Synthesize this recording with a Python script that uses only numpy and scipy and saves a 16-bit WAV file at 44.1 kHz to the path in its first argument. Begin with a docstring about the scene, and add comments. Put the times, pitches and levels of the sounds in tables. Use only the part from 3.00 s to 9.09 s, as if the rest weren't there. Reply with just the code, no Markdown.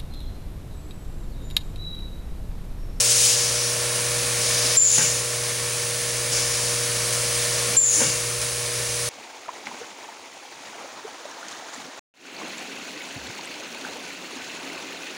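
"""In a workshop, a vibratory bowl feeder hums on the mains while steel screws rattle in it.
Hum is a sum of mains multiples; rattle is random impacts, coloured or rung through bowl resonances.
Compressed air, as shaped noise, hisses at the outlet over a low rumble. Twice a valve vents with a shrill,
falling pair of tones, and the slide then knocks on its stop, as noise ringing in decaying modes; one faint
knock comes between. A limiter ducks the whole scene under each whistle."""
import sys
import numpy as np
from scipy import signal
from scipy.fft import rfft, irfft, next_fast_len
from scipy.io import wavfile
from scipy.ndimage import uniform_filter1d, minimum_filter1d

SR = 44100
rng = np.random.default_rng(int(sys.argv[2]) if len(sys.argv) > 2 else 0)


def store_pcm(level_fs):
    """Save levels as 16-bit WAV."""
    pcm = np.round(np.clip(level_fs, -1, 1) * 32767).astype(np.int16)
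    wavfile.write(sys.argv[1], SR, np.atleast_2d(pcm).T)


N = 268569
TIME_S = np.arange(N) / SR

# Rumble of frame and workshop. Each row: frequency in Hz, density in dB per Hz (relative).
RUMBLE = [(20, -20), (40, -12), (58, 1), (80, -4.5), (110, 2.5), (148, 1.5), (195, -12.5), (250, -14),
          (310, -15.5), (400, -3.5), (520, -3.5), (750, -7), (1200, -18)]
# Jet colour. Each row: frequency over jet centre (ratio), density in dB per Hz (relative).
JET_COLOUR = [(.15, -25), (.4, -5.5), (.62, -1.5), (.85, 4), (1.05, 5), (1.3, 1), (1.55, -6.5),
              (1.9, -10.5), (2.5, -13.5)]
# Outlet channel, a steep-edged band. Each row: frequency in Hz, density in dB per Hz (relative).
CHANNEL = [(3500, -14), (4400, -14.5), (4750, -1.5), (5700, -1), (6500, -4.5), (7100, 0.5), (7700, -13),
           (9000, -27), (13000, -29)]
# Air blasts. Each row: start in s, rise in s, hold in s, jet level in dB, channel level in dB,
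# jet centre in Hz.
BLASTS = [(0.0, 0.0013, 0.29, -20.5, -29.5, 6700), (0.215, 0.085, 0.13, -27, -27.5, 5600),
          (1.302, 0.19, 0.44, -27.5, -29, 5300), (3.314, 0.01, 0.072, -31, -25, 6860),
          (3.438, 0.08, 0.21, -35, -33, 6500), (3.9, 0.36, 0.87, -36, -53, 5900)]
# Valve vents. Each row: start in s, whistle level in dB, fall of the lower tone in Hz per s,
# rush level in the jet in dB, rush level in the channel in dB.
VENTS = [(1.769, -3, 5190, -22.5, -36), (4.767, -5, 5750, -28, -29.5)]
# Short narrow hisses within the air. Each row: peak in s, level in dB, centre in Hz, length in s.
SPURTS = [(0.62, -28, 5640, 0.088), (1.95, -27, 9300, 0.039), (4.96, -29, 9130, 0.062)]
# Slide hitting its stop. Each row: time in s, level in dB, brightness in dB per octave.
KNOCKS = [(1.981, -15.5, -0.5), (2.008, -25, 2), (3.305, -33, -2), (5.003, -22, -2), (5.016, -20.5, -0.5),
          (5.034, -31, 0.5), (5.075, -29, 0)]
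# Slide modes. Each row: frequency in Hz, relative level in dB, T60 in s.
SLIDE = [(148.6, -11.5, 0.38), (244, -5.5, 0.092), (287, -9.5, 0.15), (510, -4.5, 0.14), (756, -7.5, 0.049),
         (876, -5, 0.13), (1345, -9, 0.15), (1560, -2, 0.19), (1875, -1.5, 0.13), (2240, -7, 0.36),
         (2630, -10, 0.46)]
# Hollow ring as the slide moves the second time. One row: start in s, level in dB, frequency in Hz, T60 in s.
LOW_RING = (4.962, -33.5, 307.5, 0.6)
# Bowl swing, used about its mean. Each row: time in s, level in dB.
SWING = [(0, -0.5), (0.28, -3), (0.5, 0.8), (1.65, 3), (2.3, -1.3), (3.1, -0.4), (4.2, 1.9), (4.7, 2),
         (5.4, -2.5), (6.09, -1)]
# Hum of magnet and bowl. Each row: multiple of the mains frequency, level in dB before the swing gain.
HUM = [(1, -55), (2, -33), (3, -58), (4, -51), (5, -59), (6, -46.5), (7, -48.5), (8, -34.5), (9, -48.5),
       (10, -41), (12, -73), (13, -88), (14, -55), (16, -52), (18, -53)]
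# Bowl wall modes. Each row: frequency in Hz, width per filter pass in Hz, relative level in dB.
WALL = [(194, 80, -2), (247, 76, -2), (420, 260, -2), (1074, 196, 3)]
# Bowl bottom modes. Each row: frequency in Hz, width per filter pass in Hz, relative level in dB.
BOTTOM = [(547.4, 167, 0.5), (631, 9.7, -6.5)]
# Heap shifts, drumming harder. Each row: peak in s, bass gain in dB, half length (to 1/e of the dB) in s.
SURGES = [(4.13, 4, 0.2), (4.774, 6.5, 0.17)]
# Colour of colliding screws. Each row: frequency in Hz, density in dB per Hz (relative).
SCREWS = [(400, -41), (700, -19), (900, -6.5), (1080, -7), (1300, -2), (2200, -4.5), (3200, -5), (4500, -1),
          (6000, 1), (8000, -1.5), (9600, -3.5), (11000, -9.5), (13000, -8), (15700, -13)]
# Bowl resonances knocked by screws. Each row: frequency in Hz, width in Hz, relative level in dB.
BOWL = [(1124, 110, -13.5), (1788, 79, -13), (2232, 170, -13), (6100, 92, -11)]
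# Single screws tumbling. Each row: start in s, level in dB.
TUMBLES = [(.955, -28), (2.485, -31), (2.958, -38), (4.125, -25.5), (4.375, -27), (5.415, -25)]
# Microphone ports: treble ring, out of phase above it. Each row: frequency in Hz, mid in dB, side in dB.
PORTS = [(60, 2.5, -6), (110, -1, -23), (200, -1, -6), (567, 0.5, -10.5), (1310, -2, -7), (2330, 2, -23),
         (3450, 0.5, -10.5), (5000, -0.5, -16.5), (6940, -0.5, -20), (8680, 0.5, -11), (9650, 7.5, -1),
         (10410, 3, 3.5), (11300, 0, -14.5), (12000, -9, 11), (12700, -20, -4), (13940, -1, 0),
         (15000, -16.5, -16), (15900, 12.5, -28)]

MAINS_HZ, WORKSHOP_T60_S, CUTOFF_HZ = 59.99, 0.79, 15750
LEAK_JET_DB, LEAK_HZ = -41, 5940   # air that escapes all the time
BLEED_T60_S = 0.88   # air line emptying after each blast
WHISTLE_START_HZ, UPPER_FALL_HZ_PER_S = 7290, 2300
WHISTLE_ATTACK_S, WHISTLE_FADE_DB_PER_S, WHISTLE_LENGTH_S = 0.0035, 110, 0.36
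START_ROUGH, FRAY_PER_S = 0.1375, 2.7   # roughness 0-1 and its growth
RUSH_DELAY_S, RUSH_RISE_S, RUSH_HOLD_S, RUSH_HZ = 0.066, 0.11, 0.013, 6360
KNOCK_PIVOT_HZ, SURGE_FADE_HZ = 700, 685   # modes above the latter feel a surge less
# level at mean swing, and dB gained per dB of swing
HUM_DB, HUM_DB_PER_DB = -0.1, 0.55
HEAP_DB, HEAP_DB_PER_DB = -34, 0.75
WALL_DB, WALL_DB_PER_DB = -51.5, 1.4
BOTTOM_DB, BOTTOM_DB_PER_DB = -46, 1.29


def from_db(db):
    """Decibels to gain."""
    return 10 ** (np.asarray(db) / 20)


def rms_one(x):
    """Scale to an rms of 1."""
    return x / np.sqrt(np.mean(x ** 2) + 1e-20)


def noise():
    """White noise, as mid and side."""
    return rng.standard_normal((2, N))


def colour(x, points):
    """Filter by a (Hz, dB) outline, interpolated over log frequency."""
    hz, db = np.transpose(points)
    size = next_fast_len(N)
    bins_hz = np.maximum(np.fft.rfftfreq(size, 1 / SR), 1)
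    gain = from_db(np.interp(np.log(bins_hz), np.log(hz), db))
    return irfft(rfft(x, size) * gain, size)[..., :N]


def drift(rate_hz):
    """Smooth random curve of rms 1 that changes about rate_hz times a second."""
    step = 8   # computed on every 8th sample
    settle = 8000
    r = np.exp(-2 * np.pi * step * rate_hz / SR)
    raw = rng.standard_normal(N // step + settle + 2)
    slow = signal.lfilter([1], [1, -2 * r, r * r], raw)[settle:]
    return np.interp(np.arange(N) / step, np.arange(len(slow)), rms_one(slow))


def resonate(x, hz, width_hz):
    """One resonance with gain 1 on top."""
    r = np.exp(-np.pi * width_hz / SR)
    zeros = np.array([1, 0, -1]) * (1 - r * r) / 2
    poles = [1, -2 * r * np.cos(2 * np.pi * hz / SR), r * r]
    return signal.lfilter(zeros, poles, x + 1e-18)


def fall_db(age_s, t60_s):
    """Exponential decay in dB from age 0, down to -120 dB."""
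    return -60 * np.clip(age_s / t60_s, 0, 2)


def decays(rows, t60_s):
    """Envelope that jumps up at each (s, dB) and dies away."""
    return sum((TIME_S >= s) * from_db(db + fall_db(TIME_S - s, t60_s)) for s, db in rows)


def workshop(x, build_s):
    """Diffuse reflections of unit energy: decaying noise that builds up first, as mid and side."""
    t = TIME_S[:SR]
    build = 1 - np.exp(-(t / build_s) ** 2)
    tail = rng.standard_normal((2, SR)) * from_db(-60 * t / WORKSHOP_T60_S) * build
    return signal.fftconvolve(x[None], rms_one(tail) / np.sqrt(SR), axes=1)[:, :N]


def rumble(level_db, flutter_db):
    """Low rumble of frame and workshop: coloured noise with a wavering level."""
    return from_db(level_db + flutter_db * drift(3.3)) * rms_one(colour(noise(), RUMBLE))


def airflow():
    """Leak, blasts and the rush after each whistle add in power: jet dB, channel dB, jet centre Hz."""
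    rushes = [(s + RUSH_DELAY_S, RUSH_RISE_S, RUSH_HOLD_S, jet_db, channel_db, RUSH_HZ)
              for s, _, _, jet_db, channel_db in VENTS]
    jet_power, channel_power = from_db(LEAK_JET_DB) ** 2, 1e-12
    weighted_hz = jet_power * LEAK_HZ
    for s, rise_s, hold_s, jet_db, channel_db, hz in list(BLASTS) + rushes:
        opening = np.clip((TIME_S - s) / rise_s, 0, 1)
        flow = opening * from_db(fall_db(TIME_S - s - rise_s - hold_s, BLEED_T60_S))
        power = (from_db(jet_db) * flow) ** 2
        jet_power = jet_power + power
        weighted_hz = weighted_hz + power * hz
        channel_power = channel_power + (from_db(channel_db) * flow) ** 2
    return 10 * np.log10(jet_power), 10 * np.log10(channel_power), weighted_hz / jet_power


def jet(level_db, centre_hz, flutter_db):
    """Turbulent hiss whose whole spectrum slides with the speed of the air."""
    hz, frame_s, frames = signal.stft(noise(), SR, nperseg=512)
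    ratio, db = np.transpose(JET_COLOUR)
    frame_ratio = hz[:, None] / np.interp(frame_s, TIME_S, centre_hz)
    gain = from_db(np.interp(frame_ratio, ratio, db))
    hiss = signal.istft(frames * gain, SR)[1][:, :N]
    return from_db(level_db + flutter_db * drift(22)) * rms_one(hiss)


def puffs(level_db, flutter_db):
    """Air rushing down the narrow outlet channel: band-shaped noise."""
    return from_db(level_db + flutter_db * drift(34)) * rms_one(colour(noise(), CHANNEL))


def spurts(width_hz):
    """Short narrow hisses swell and fade within the escaping air, each around its own pitch."""
    air, out = noise(), 0
    for s, db, hz, length_s in SPURTS:
        swell = 1 / np.cosh(np.clip((TIME_S - s) / length_s, -20, 20))
        out = out + from_db(db) * swell * rms_one(resonate(air, hz, width_hz))
    return out


def edge_tone(age_s, fall_hz_per_s, rough, wander_hz, jitter_hz):
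    """Sine that sinks in pitch and strays with roughness."""
    stray_hz = rough * (wander_hz * drift(29) + jitter_hz * drift(520))
    hz = WHISTLE_START_HZ - fall_hz_per_s * age_s + stray_hz
    return np.sin(2 * np.pi * np.cumsum(hz) / SR)


def whistles(wander_hz, jitter_hz, flutter_db, room_db, lower_db):
    """Edge tones sink apart and fray as pressure falls, beating with their reflections; the lower fades in."""
    tone, flutter = np.zeros(N), drift(150)
    for s, db, lower_fall_hz_per_s, _, _ in VENTS:
        age_s = np.clip(TIME_S - s, 0, WHISTLE_LENGTH_S)
        valve = np.minimum(age_s / WHISTLE_ATTACK_S, 1) * (age_s < WHISTLE_LENGTH_S)
        rough = np.minimum(START_ROUGH + FRAY_PER_S * age_s, 1)
        level_db = db - WHISTLE_FADE_DB_PER_S * age_s + flutter_db * rough * flutter
        upper = edge_tone(age_s, UPPER_FALL_HZ_PER_S, rough, wander_hz, jitter_hz)
        lower = edge_tone(age_s, lower_fall_hz_per_s, rough, wander_hz, jitter_hz)
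        pair = upper + from_db(lower_db) * rough * lower
        tone += valve * from_db(level_db) * np.sqrt(2) * pair
    return tone * [[1], [0]] + from_db(room_db) * workshop(tone, build_s=0.0047)


def slide(level_db, relative_width):
    """Each knock shakes clusters of close modes in the slide and its frame."""
    shake, out = noise(), 0
    for hz, db, t60_s in SLIDE:
        width_hz = relative_width * hz
        cluster = resonate(resonate(shake, hz, width_hz), hz, width_hz)
        octaves = np.log2(hz / KNOCK_PIVOT_HZ)
        blows = [(s, knock_db + tilt * octaves) for s, knock_db, tilt in KNOCKS]
        out = out + from_db(level_db + db) * decays(blows, t60_s) * rms_one(cluster)
    return out


def low_ring(attack_s):
    """A short hollow sine that swells and dies away, mid only."""
    s, db, hz, t60_s = LOW_RING
    envelope = decays([(s, db)], t60_s) * np.clip((TIME_S - s) / attack_s, 0, 1)
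    return envelope * np.sqrt(2) * np.sin(2 * np.pi * hz * TIME_S) * [[1], [0]]


def swing():
    """Swing of the bowl in dB about its mean; drives hum and rattle."""
    s, db = np.transpose(SWING)
    curve_db = np.interp(TIME_S, s, db)
    return curve_db - curve_db.mean()


def collisions(per_s, spread_db, throb):
    """Random impacts (mid and side) that bunch up each time the bowl throws the screws."""
    mains_phase = 2 * np.pi * MAINS_HZ * TIME_S
    bunching = 1 + throb * np.cos(2 * mains_phase) + throb / 2 * np.cos(mains_phase)
    hits = rng.random(N) < per_s / SR * bunching
    sizes = from_db(spread_db * np.minimum(rng.exponential(1, N), 5))
    return rms_one(hits * sizes * rng.choice([-1, 1], (2, N)))


def wall(flutter_db):
    """The weight of the heap drums on the wall and the bottom of the bowl."""
    surge_db = sum(db * np.exp(-((TIME_S - s) / length_s) ** 2) for s, db, length_s in SURGES)
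    wall_db = WALL_DB + WALL_DB_PER_DB * swing()
    bottom_db = BOTTOM_DB + BOTTOM_DB_PER_DB * swing()
    blows, out = collisions(per_s=2500, spread_db=1.5, throb=.3), 0
    for level_db, modes in ((wall_db, WALL), (bottom_db, BOTTOM)):
        for hz, width_hz, db in modes:
            mode_db = level_db + db + surge_db / (1 + (hz / SURGE_FADE_HZ) ** 2)
            drumming = rms_one(resonate(resonate(blows, hz, width_hz), hz, width_hz))
            out = out + from_db(mode_db + flutter_db * drift(17)) * drumming
    return out


def hum(waver_db, phase_waver_rad, side_db):
    """Magnet pulls twice per mains cycle; shifting load wavers each partial, standing waves spread it."""
    out = np.zeros((2, N))
    for multiple, db in HUM:
        cycles = multiple * MAINS_HZ * TIME_S + rng.random()
        phase = 2 * np.pi * cycles + phase_waver_rad * drift(1.5)
        side = from_db(side_db) * drift(.8) * np.cos(phase)
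        out += from_db(db + waver_db * drift(3.7)) * np.array([np.sin(phase), side])
    return from_db(HUM_DB + HUM_DB_PER_DB * swing()) * out


def heap(screws_db, bowl_db, flutter_db, room_db):
    """Thousands of tiny clashes of screw on screw, and heavier ones that ring the bowl."""
    level_db = HEAP_DB + HEAP_DB_PER_DB * swing()
    clashes = rms_one(colour(collisions(per_s=13000, spread_db=1.84, throb=.08), SCREWS))
    blows, bowl = collisions(per_s=1300, spread_db=4.0, throb=.2), 0
    for hz, width_hz, db in BOWL:
        bowl = bowl + from_db(db + flutter_db * drift(9.1)) * rms_one(resonate(blows, hz, width_hz))
    tumbles = decays(TUMBLES, t60_s=0.2) * rms_one(colour(noise(), SCREWS))
    impacts = from_db(screws_db) * clashes + from_db(bowl_db) * bowl
    rattle = from_db(level_db) * impacts + tumbles
    return rattle + from_db(room_db) * workshop(rattle[0], build_s=0.019)


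def stereo(mid_side, width_db, pan_db):
    """Mid and side through the two microphone ports to left and right; positive pan is left."""
    hz, mid_db, side_db = np.transpose(PORTS)
    mid = colour(mid_side[0], np.c_[hz, mid_db])
    side = colour(mid_side[1], np.c_[hz, side_db + width_db])
    return np.array([mid + side, mid - side]) * from_db([[pan_db / 2], [-pan_db / 2]])


def scene():
    """Bowl near the centre; outlet air wider and a little left; slide knocks farther left."""
    jet_db, channel_db, centre_hz = airflow()
    air = jet(jet_db, centre_hz, flutter_db=1.0)
    air += puffs(channel_db, flutter_db=0.5)
    air += spurts(width_hz=750)
    air += whistles(wander_hz=112.5, jitter_hz=466, flutter_db=5.0, room_db=-5.0, lower_db=2.0)
    knocks = slide(level_db=-7.5, relative_width=0.21) + low_ring(attack_s=0.023)
    feeder = rumble(level_db=-40.5, flutter_db=0.35)
    feeder += wall(flutter_db=1.2)
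    feeder += hum(waver_db=0.28, phase_waver_rad=0.13, side_db=-12.0)
    feeder += heap(screws_db=6.5, bowl_db=0.5, flutter_db=0.5, room_db=-8.0)
    out = stereo(air, width_db=3.0, pan_db=2.0)
    out += stereo(knocks, width_db=0.0, pan_db=5.5)
    out += stereo(feeder, width_db=-3.5, pan_db=-0.1)
    return out


def limiter(x, ceiling_db, release_db_per_s):
    """Power over the ceiling pulls the gain down within about 2 ms; it then creeps back."""
    power = uniform_filter1d(np.mean(x ** 2, axis=0), size=111)
    over_db = np.maximum(10 * np.log10(np.abs(power) + 1e-12) - ceiling_db, 0)
    release_db = release_db_per_s * TIME_S
    held_db = np.maximum.accumulate(over_db + release_db) - release_db
    gain_db = uniform_filter1d(minimum_filter1d(-held_db, size=89), size=89)
    return x * from_db(gain_db)


def record(dry):
    """Limiter, then a steep cut of the top."""
    limited = limiter(dry, ceiling_db=-12.0, release_db_per_s=46.0)
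    low_pass = signal.ellip(12, .1, 90, CUTOFF_HZ, fs=SR, output="sos")
    return signal.sosfilt(low_pass, limited)


dry = scene()
out = record(dry)
store_pcm(out)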